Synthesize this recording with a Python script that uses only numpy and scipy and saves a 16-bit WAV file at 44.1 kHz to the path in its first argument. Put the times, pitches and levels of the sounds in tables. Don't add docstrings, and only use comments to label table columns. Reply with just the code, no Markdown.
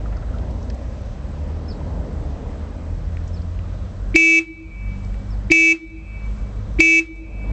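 import sys
import numpy as np
from scipy import signal
from scipy.fft import rfft, irfft
from scipy.io import wavfile
from scipy.ndimage import minimum_filter1d

SR = 44100
rng = np.random.default_rng(int(sys.argv[2]) if len(sys.argv) > 2 else 0)


def waveform_to_disk(signal):
    frames = np.transpose(np.atleast_2d(signal))
    scaled = np.clip(frames, -1, 1) * 32767
    samples = np.round(scaled).astype(np.int16)
    wavfile.write(sys.argv[1], SR, samples)


def elevation(decibels):
    levels = np.asarray(decibels, float)
    return 10 ** (levels / 20)


N = 331632

# time_s, roar_db
CAR_NEARNESS = [(0.0, 3), (.25, 0.5), (.45, 4.5), (.75, 2), (1.1, -0.5), (1.5, 1.8), (1.9, 5), (2.4, 3.5),
                (2.75, 0.5), (3.1, -2), (3.8, -3), (4.9, -4), (5.4, -3), (6.3, -4.5), (6.7, -3), (7.5, 3.3)]
# frequency_hz, density_db (per Hz)
TRAFFIC_SPECTRUM = [(12, -39), (20, -9.5), (43, 2), (75, -3.5), (118, -10.5), (228, -15.5), (308, -20),
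                    (387, -28.5), (525, -16.5), (643, -31), (729, -28), (2650, -46), (5260, -50.5),
                    (7500, -55), (8510, -65.5), (11100, -100), (18700, -120)]
# time_s, firing_hz, load_db
ENGINE_RUN = [(0.0, 24.88, 0), (.46, 28.37, -1), (1.0, 31.48, -4), (1.5, 38.83, 2.5), (1.75, 39.52, -6),
              (2.4, 35.97, -5), (2.82, 40.82, -3), (3.55, 43.15, 0.9), (3.85, 47.2, -2), (4.8, 48.6, 0),
              (5.45, 49.6, -1.8), (6.25, 51.4, -2), (6.5, 51.0, -3.5), (6.75, 50.06, 0.8),
              (7.5, 49.87, 0.5)]
# frequency_hz, gain_db
EXHAUST_BOOM = [(25, -49.5), (38, -34.5), (50, -24), (72, -28.5), (88, -26.5), (104, -37.5), (140, -46.5),
                (195, -40)]
# top_s, top_hz, fall_s, level_db
WHISTLES = [
    (1.692, 5320, .034, -43),
    (3.343, 5350, .040, -54),
    (5.308, 5430, .040, -55.5),
]
# start_s, peak_db, pitch_hz, t60_s
DULL_TICKS = [(0.0598, -44, 1480, 0.017), (0.1241, -35, 1510, 0.084), (0.1694, -46, 1790, 0.012),
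              (0.384, -35.5, 2880, 0.02), (0.7003, -34.5, 1960, 0.023), (2.607, -43, 1647, 0.028),
              (3.1697, -28.5, 1922, 0.0095), (3.5897, -34.5, 2020, 0.0098), (5.1417, -37.5, 1870, 0.013)]
# start_s, peak_db, pitch_hz, t60_s
BRIGHT_TICKS = [(0.1656, -45, 4890, 0.041), (0.5072, -46, 4800, 0.029), (0.627, -41, 5470, 0.03),
                (0.699, -32, 5050, 0.016), (0.743, -43, 6600, 0.022), (0.9846, -53, 4750, 0.022),
                (3.2746, -42, 6170, 0.059), (3.4176, -43, 4930, 0.027), (5.0456, -44, 5096, 0.024),
                (7.1548, -42, 6820, 0.034)]
# start_s, peak_db, pitch_hz, t60_s
HINGE_CREAKS = [
    (0.055, -33.5, 1280, 0.078),
    (0.1645, -38.5, 1380, 0.069),
    (0.2236, -39, 1420, 0.044),
    (0.2857, -40, 1410, 0.054),
    (0.3356, -36.5, 1320, 0.18),
]
# frequency_hz, t60_s, level_db
FAR_ECHOES = [(500, 0.98, -34.5), (1800, 0.62, -21), (2297.5, 1.3, -31), (2600, 1.2, -43), (3370, 0.9, -27),
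              (4540, 0.8, -26), (6050, 0.45, -38), (9000, 0.22, -42.5)]
# delay_s, level_db
HOUSE_RETURNS = [
    (0.116, -8.5),
    (0.228, -20.5),
]
# on_s, off_s, buzz_hz
PRESSES = [
    (4.1428, 4.390, 327.33),
    (5.5005, 5.724, 327.1),
    (6.7872, 6.995, 327.15),
]
UNEVEN_BLOWS_DB = [0.2, 2, 2]
DISC_WHOLE_DB = [-7, -33, -49, -42, -47, -30, 0, -3.5, -26, -32, -31, -33, -35, -40, -43, -26, -39, -31,
                 -28, -27, -38, -31, -42, -40]
DISC_HALF_DB = [-46, -45, -47, -48, -52, -34, -24, -17, -42, -47, -45, -44, -48, -38, -41, -36, -47, -42,
                -26, -43, -32, -37, -45, -50, -54]

RUMBLE_FOLLOWS, HISS_FOLLOWS = 0.5, 0.15
GUST_DB, PATCHY_DB = 1.5, 1.1
THIRD_ORDER_DB, WAVER_DB, PHASE_WANDER_RAD = -8, 2.5, 0.4
CHIRP_RISE_S, CHIRP_BEND_HZ, CHIRP_EDGE_DB = 0.016, 1450, 22
CHIRP_LOUDEST = 0.4
NEAR_DB, NEAR_T60_S = -17, 0.18
DISC_DB, DIAPHRAGM_DB, DIAPHRAGM_START_DB = 7, 0.5, 1.5
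CRACK_DB, RELAY_DB, RATTLE_DB = -5, -13, -31.5
STRIKE_LAG_S = 0.0153
SWING_PHASE_RAD, BLOW_PHASE_RAD = 0.65, 3.3
SWING_UP_S, DISC_UP_S = 0.011, 0.0024
DISC_T60_S, RATTLE_T60_S, SETTLE_T60_S, RING_T60_S = 0.038, 0.17, 0.25, 0.316
FREE_HZ, SAG_AFTER_S = 323.0, 0.069
FIRST_BLOWS, FIRST_BLOWS_T60_S = 0.05, 0.012
DUCK_FROM_DB, ATTACK_S, HOLD_S, RELEASE_DB_S = -9, 0.0025, 0.079, 40.5
PREAMP_DB = -64
RECORDER_HZ = 16000
CUT_HZ, CLIP, ROUNDED_HZ = 8030, 0.70, 11500


def in_time(rows):
    s, *columns = np.transpose(rows)
    return [np.interp(np.arange(N) / SR, s, c) for c in columns]


def at_hz(points, hz, axis=1):
    points = np.array(points)
    return np.interp(np.log(hz), np.log(points[:, 0]), points[:, axis])


def drift(rate):
    r = np.exp(-80 * np.pi * rate / SR)
    slow = signal.lfilter([1], [1, -2 * r, r * r], rng.standard_normal(N // 40 + 2002))[2000:]
    return np.interp(np.arange(N) / 40, np.arange(len(slow)), slow / slow.std())


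def band(x, low_hz, high_hz):
    return signal.sosfilt(signal.butter(2, [low_hz, high_hz], "band", fs=SR, output="sos"), x)


def swell(t, rise_s, off_s, t60):
    return (1 - np.exp(-np.maximum(t, 0) / rise_s)) * elevation(-60 * np.maximum(t - off_s, 0) / t60)


def traffic():
    near_db, = in_time(CAR_NEARNESS)
    rumble_db = RUMBLE_FOLLOWS * near_db + GUST_DB * drift(4.3)
    hiss_db = HISS_FOLLOWS * near_db
    edges = 20 * 2 ** (np.arange(28) / 3)
    white = rng.standard_normal((2, N))
    out = np.zeros(N)
    for k, (low, high) in enumerate(zip(edges, edges[1:])):
        follow_db = rumble_db if low <= 200 else near_db if low <= 1000 else hiss_db
        level_db = at_hz(TRAFFIC_SPECTRUM, np.sqrt(low * high)) + follow_db + PATCHY_DB * drift(3.4)
        out += elevation(level_db) * band(white[k % 2], low, high)
    out = signal.sosfilt(signal.butter(2, 30.0, "high", fs=SR, output="sos"), out)
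    return out / out[:4 * SR].std()


def engine():
    hz, load_db = in_time(ENGINE_RUN)
    turn = 2 * np.pi * np.cumsum(hz) / SR
    out = np.zeros(N)
    for k in range(1, 5):
        level_db = load_db + at_hz(EXHAUST_BOOM, k * hz) + THIRD_ORDER_DB * (k == 3)
        level_db = level_db + WAVER_DB * drift(4.1)
        out += np.sqrt(2) * elevation(level_db) * np.sin(k * turn + PHASE_WANDER_RAD * drift(3.2))
    return out


def bird():
    out, t = np.zeros(N), np.arange(N) / SR
    for top_s, top_hz, fall_s, db in WHISTLES:
        rising = t < top_s
        arc = (t - top_s) / np.where(rising, CHIRP_RISE_S, fall_s)
        arc = np.clip(arc, -3, 3)
        hz = top_hz - CHIRP_BEND_HZ * np.where(rising, 0.2, 1) * np.minimum(np.abs(arc), 1.3) ** 1.5
        from_loudest = (arc - CHIRP_LOUDEST) * np.where(arc < CHIRP_LOUDEST, 0.8, 1.3)
        level_db = db - CHIRP_EDGE_DB * np.abs(from_loudest) ** 3 + 3.2 * drift(60.0)
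        out += np.sqrt(2) * elevation(level_db) * np.sin(2 * np.pi * np.cumsum(hz) / SR)
    echo = rng.standard_normal(2000) * elevation(-60 * np.arange(2000) / SR / 0.2)
    return out + elevation(-35) * signal.fftconvolve(out, echo)[:N]


def ticks(rows, width):
    out, t = np.zeros(N), np.arange(3000) / SR
    for (s, db, hz, t60), noise in zip(rows, rng.standard_normal((len(rows), 3000))):
        click = band(noise * swell(t, 0.00089, 0, t60), hz / width, min(hz * width, 9000))
        out[round(s * SR):][:3000] += elevation(db) * click / np.abs(click).max()
    return out


def street(low, high):
    t = np.arange(2 * SR) / SR
    edges = 400 * 2 ** np.arange(0, 4.6, 0.5)
    noise = rng.standard_normal((2 * SR, 2)).T * (t > 0.004)
    far = np.zeros(2 * SR)
    for a, b in zip(edges, edges[1:]):
        far += band(noise[0], a, b) * elevation(-60 * t / at_hz(FAR_ECHOES, np.sqrt(a * b)))
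    far = far / np.sqrt(np.sum(far ** 2))
    hz = np.arange(SR + 1) / 2 + 1
    far = irfft(rfft(far) * elevation(at_hz(FAR_ECHOES, hz, axis=2)))
    near = noise[1] * elevation(-60 * t / NEAR_T60_S)
    near = elevation(NEAR_DB) * near / np.sqrt(np.sum(near ** 2))
    return low + high + signal.fftconvolve(high, far + near)[:N]


def ring_out(after_s):
    paths = [(0.011, 0.024)] + HOUSE_RETURNS
    out = 0
    for k, (lag, db) in enumerate(paths):
        out = out + (-1) ** k * elevation(db - 60 * np.maximum(after_s - lag, 0) / RING_T60_S)
    return out


def disc_tone(blows, lines, phases, half_db):
    out = 0
    for (k, db), phase in zip(lines, phases):
        if k == 2:
            continue
        offset = 0 if k in (14, 16) else phase
        out = out + elevation(db + half_db * (k % 2)) * np.cos(k / 2 * (blows - BLOW_PHASE_RAD) + offset)
    return out


def loose_contacts(since, length):
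    t, noise = since + STRIKE_LAG_S, rng.standard_normal(SR)
    shape = swell(since, DISC_UP_S, length, RATTLE_T60_S)
    rattle = elevation(RATTLE_DB) * band(noise, 400, 8000) * shape
    rattle += elevation(-36.5) * band(band(noise, 2700, 2800), 2700, 2800) * shape
    rattle += elevation(-23.5) * band(noise, 450, 3700) * swell(since - length, 0.0037, 0, SETTLE_T60_S)
    crack = elevation(CRACK_DB) * band(noise, 240, 6500) * swell(since, 0.000062, 0, 0.0063)
    grazing = np.clip(t / STRIKE_LAG_S, 0, 1) ** 2 * (since < 0)
    scrape = elevation(-16) * band(noise, 1800, 5700) * grazing
    return rattle, crack + scrape


def horn():
    low, high, t = np.zeros(N), np.zeros(N), np.arange(SR) / SR
    lines = [(2 * k + 2, db) for k, db in enumerate(DISC_WHOLE_DB)]
    lines += [(2 * k + 1, db) for k, db in enumerate(DISC_HALF_DB)]
    lines.sort()
    phases = rng.uniform(0, 2 * np.pi, len(lines))
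    for (on, off, hz), half_db in zip(PRESSES, UNEVEN_BLOWS_DB):
        at, since, length = round(on * SR), t - STRIKE_LAG_S, off - on - STRIKE_LAG_S
        turn = 2 * np.pi * np.cumsum(np.where(t < off - on + SAG_AFTER_S, hz, FREE_HZ)) / SR
        swing = elevation(DIAPHRAGM_DB + DIAPHRAGM_START_DB) * ring_out(t - (off - on))
        swing = swing * swell(t, SWING_UP_S, 0.8, 0.49) ** 1.41 * np.cos(turn - SWING_PHASE_RAD)
        blows = turn + 0.0089 * drift(25.0)[:SR]
        ring = disc_tone(blows, lines, phases, half_db) * swell(since, DISC_UP_S, length, DISC_T60_S)
        ring = ring * (1 + FIRST_BLOWS * swell(since, 0.00041, 0, FIRST_BLOWS_T60_S))
        rattle, strike = loose_contacts(since, length)
        nudges = sum(swell(t - n / hz, 0.00071, 0, 0.012) for n in (0, 1, 3, 4))
        relay = elevation(RELAY_DB) * nudges * np.sin(7 * turn)
        low[at:at + SR] += swing[:N - at]
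        high[at:at + SR] += (elevation(DISC_DB) * (ring + rattle) + strike + relay)[:N - at]
    return low, high


def scene():
    small = ticks(DULL_TICKS, width=1.37) + ticks(BRIGHT_TICKS, width=1.2)
    small += ticks(HINGE_CREAKS, width=1.1) + bird()
    return (street(*horn()) + engine() + elevation(-27) * traffic() + small)[None]


def top_cut(x):
    return signal.sosfilt(signal.butter(12, 15500, fs=SR, output="sos"), x)


def record(dry):
    smooth = np.exp(-1 / (0.00058 * SR))
    power = signal.lfilter([1 - smooth], [1, -smooth], dry[0] ** 2)
    over_db = np.maximum(10 * np.log10(power + 1e-12) - DUCK_FROM_DB, 0)
    hold = 2 * round(HOLD_S * SR / 2) + 1
    held = -minimum_filter1d(-over_db, size=hold, origin=hold // 2)
    slope = RELEASE_DB_S * np.arange(N) / SR
    released = np.maximum.accumulate(held + slope) - slope
    fast = np.exp(-1 / (ATTACK_S * SR))
    duck_db = signal.lfilter([1 - fast], [1, -fast], released)
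    hiss = elevation(PREAMP_DB) * band(rng.standard_normal(N), 500, 10000)
    x = dry * elevation(-duck_db) + hiss
    x = signal.sosfilt(signal.ellip(10, 0.5, 60, RECORDER_HZ / 2 + 40, fs=SR, output="sos"), x)
    x = x * (1 + 2 * np.cos(2 * np.pi * RECORDER_HZ * np.arange(N) / SR))
    x = signal.sosfilt(signal.cheby1(10, 0.5, CUT_HZ, fs=SR, output="sos"), x)
    x = signal.sosfilt(signal.ellip(6, 0.3, 40, 8950, fs=SR, output="sos"), x)
    excess = x - np.clip(x, -CLIP, CLIP)
    x = x - signal.filtfilt(*signal.butter(1, ROUNDED_HZ, fs=SR), excess)
    x = x * np.clip((N - np.arange(N)) / (0.004 * SR), 0, 1)
    return top_cut(x)


dry = scene()
out = record(dry)
waveform_to_disk(out)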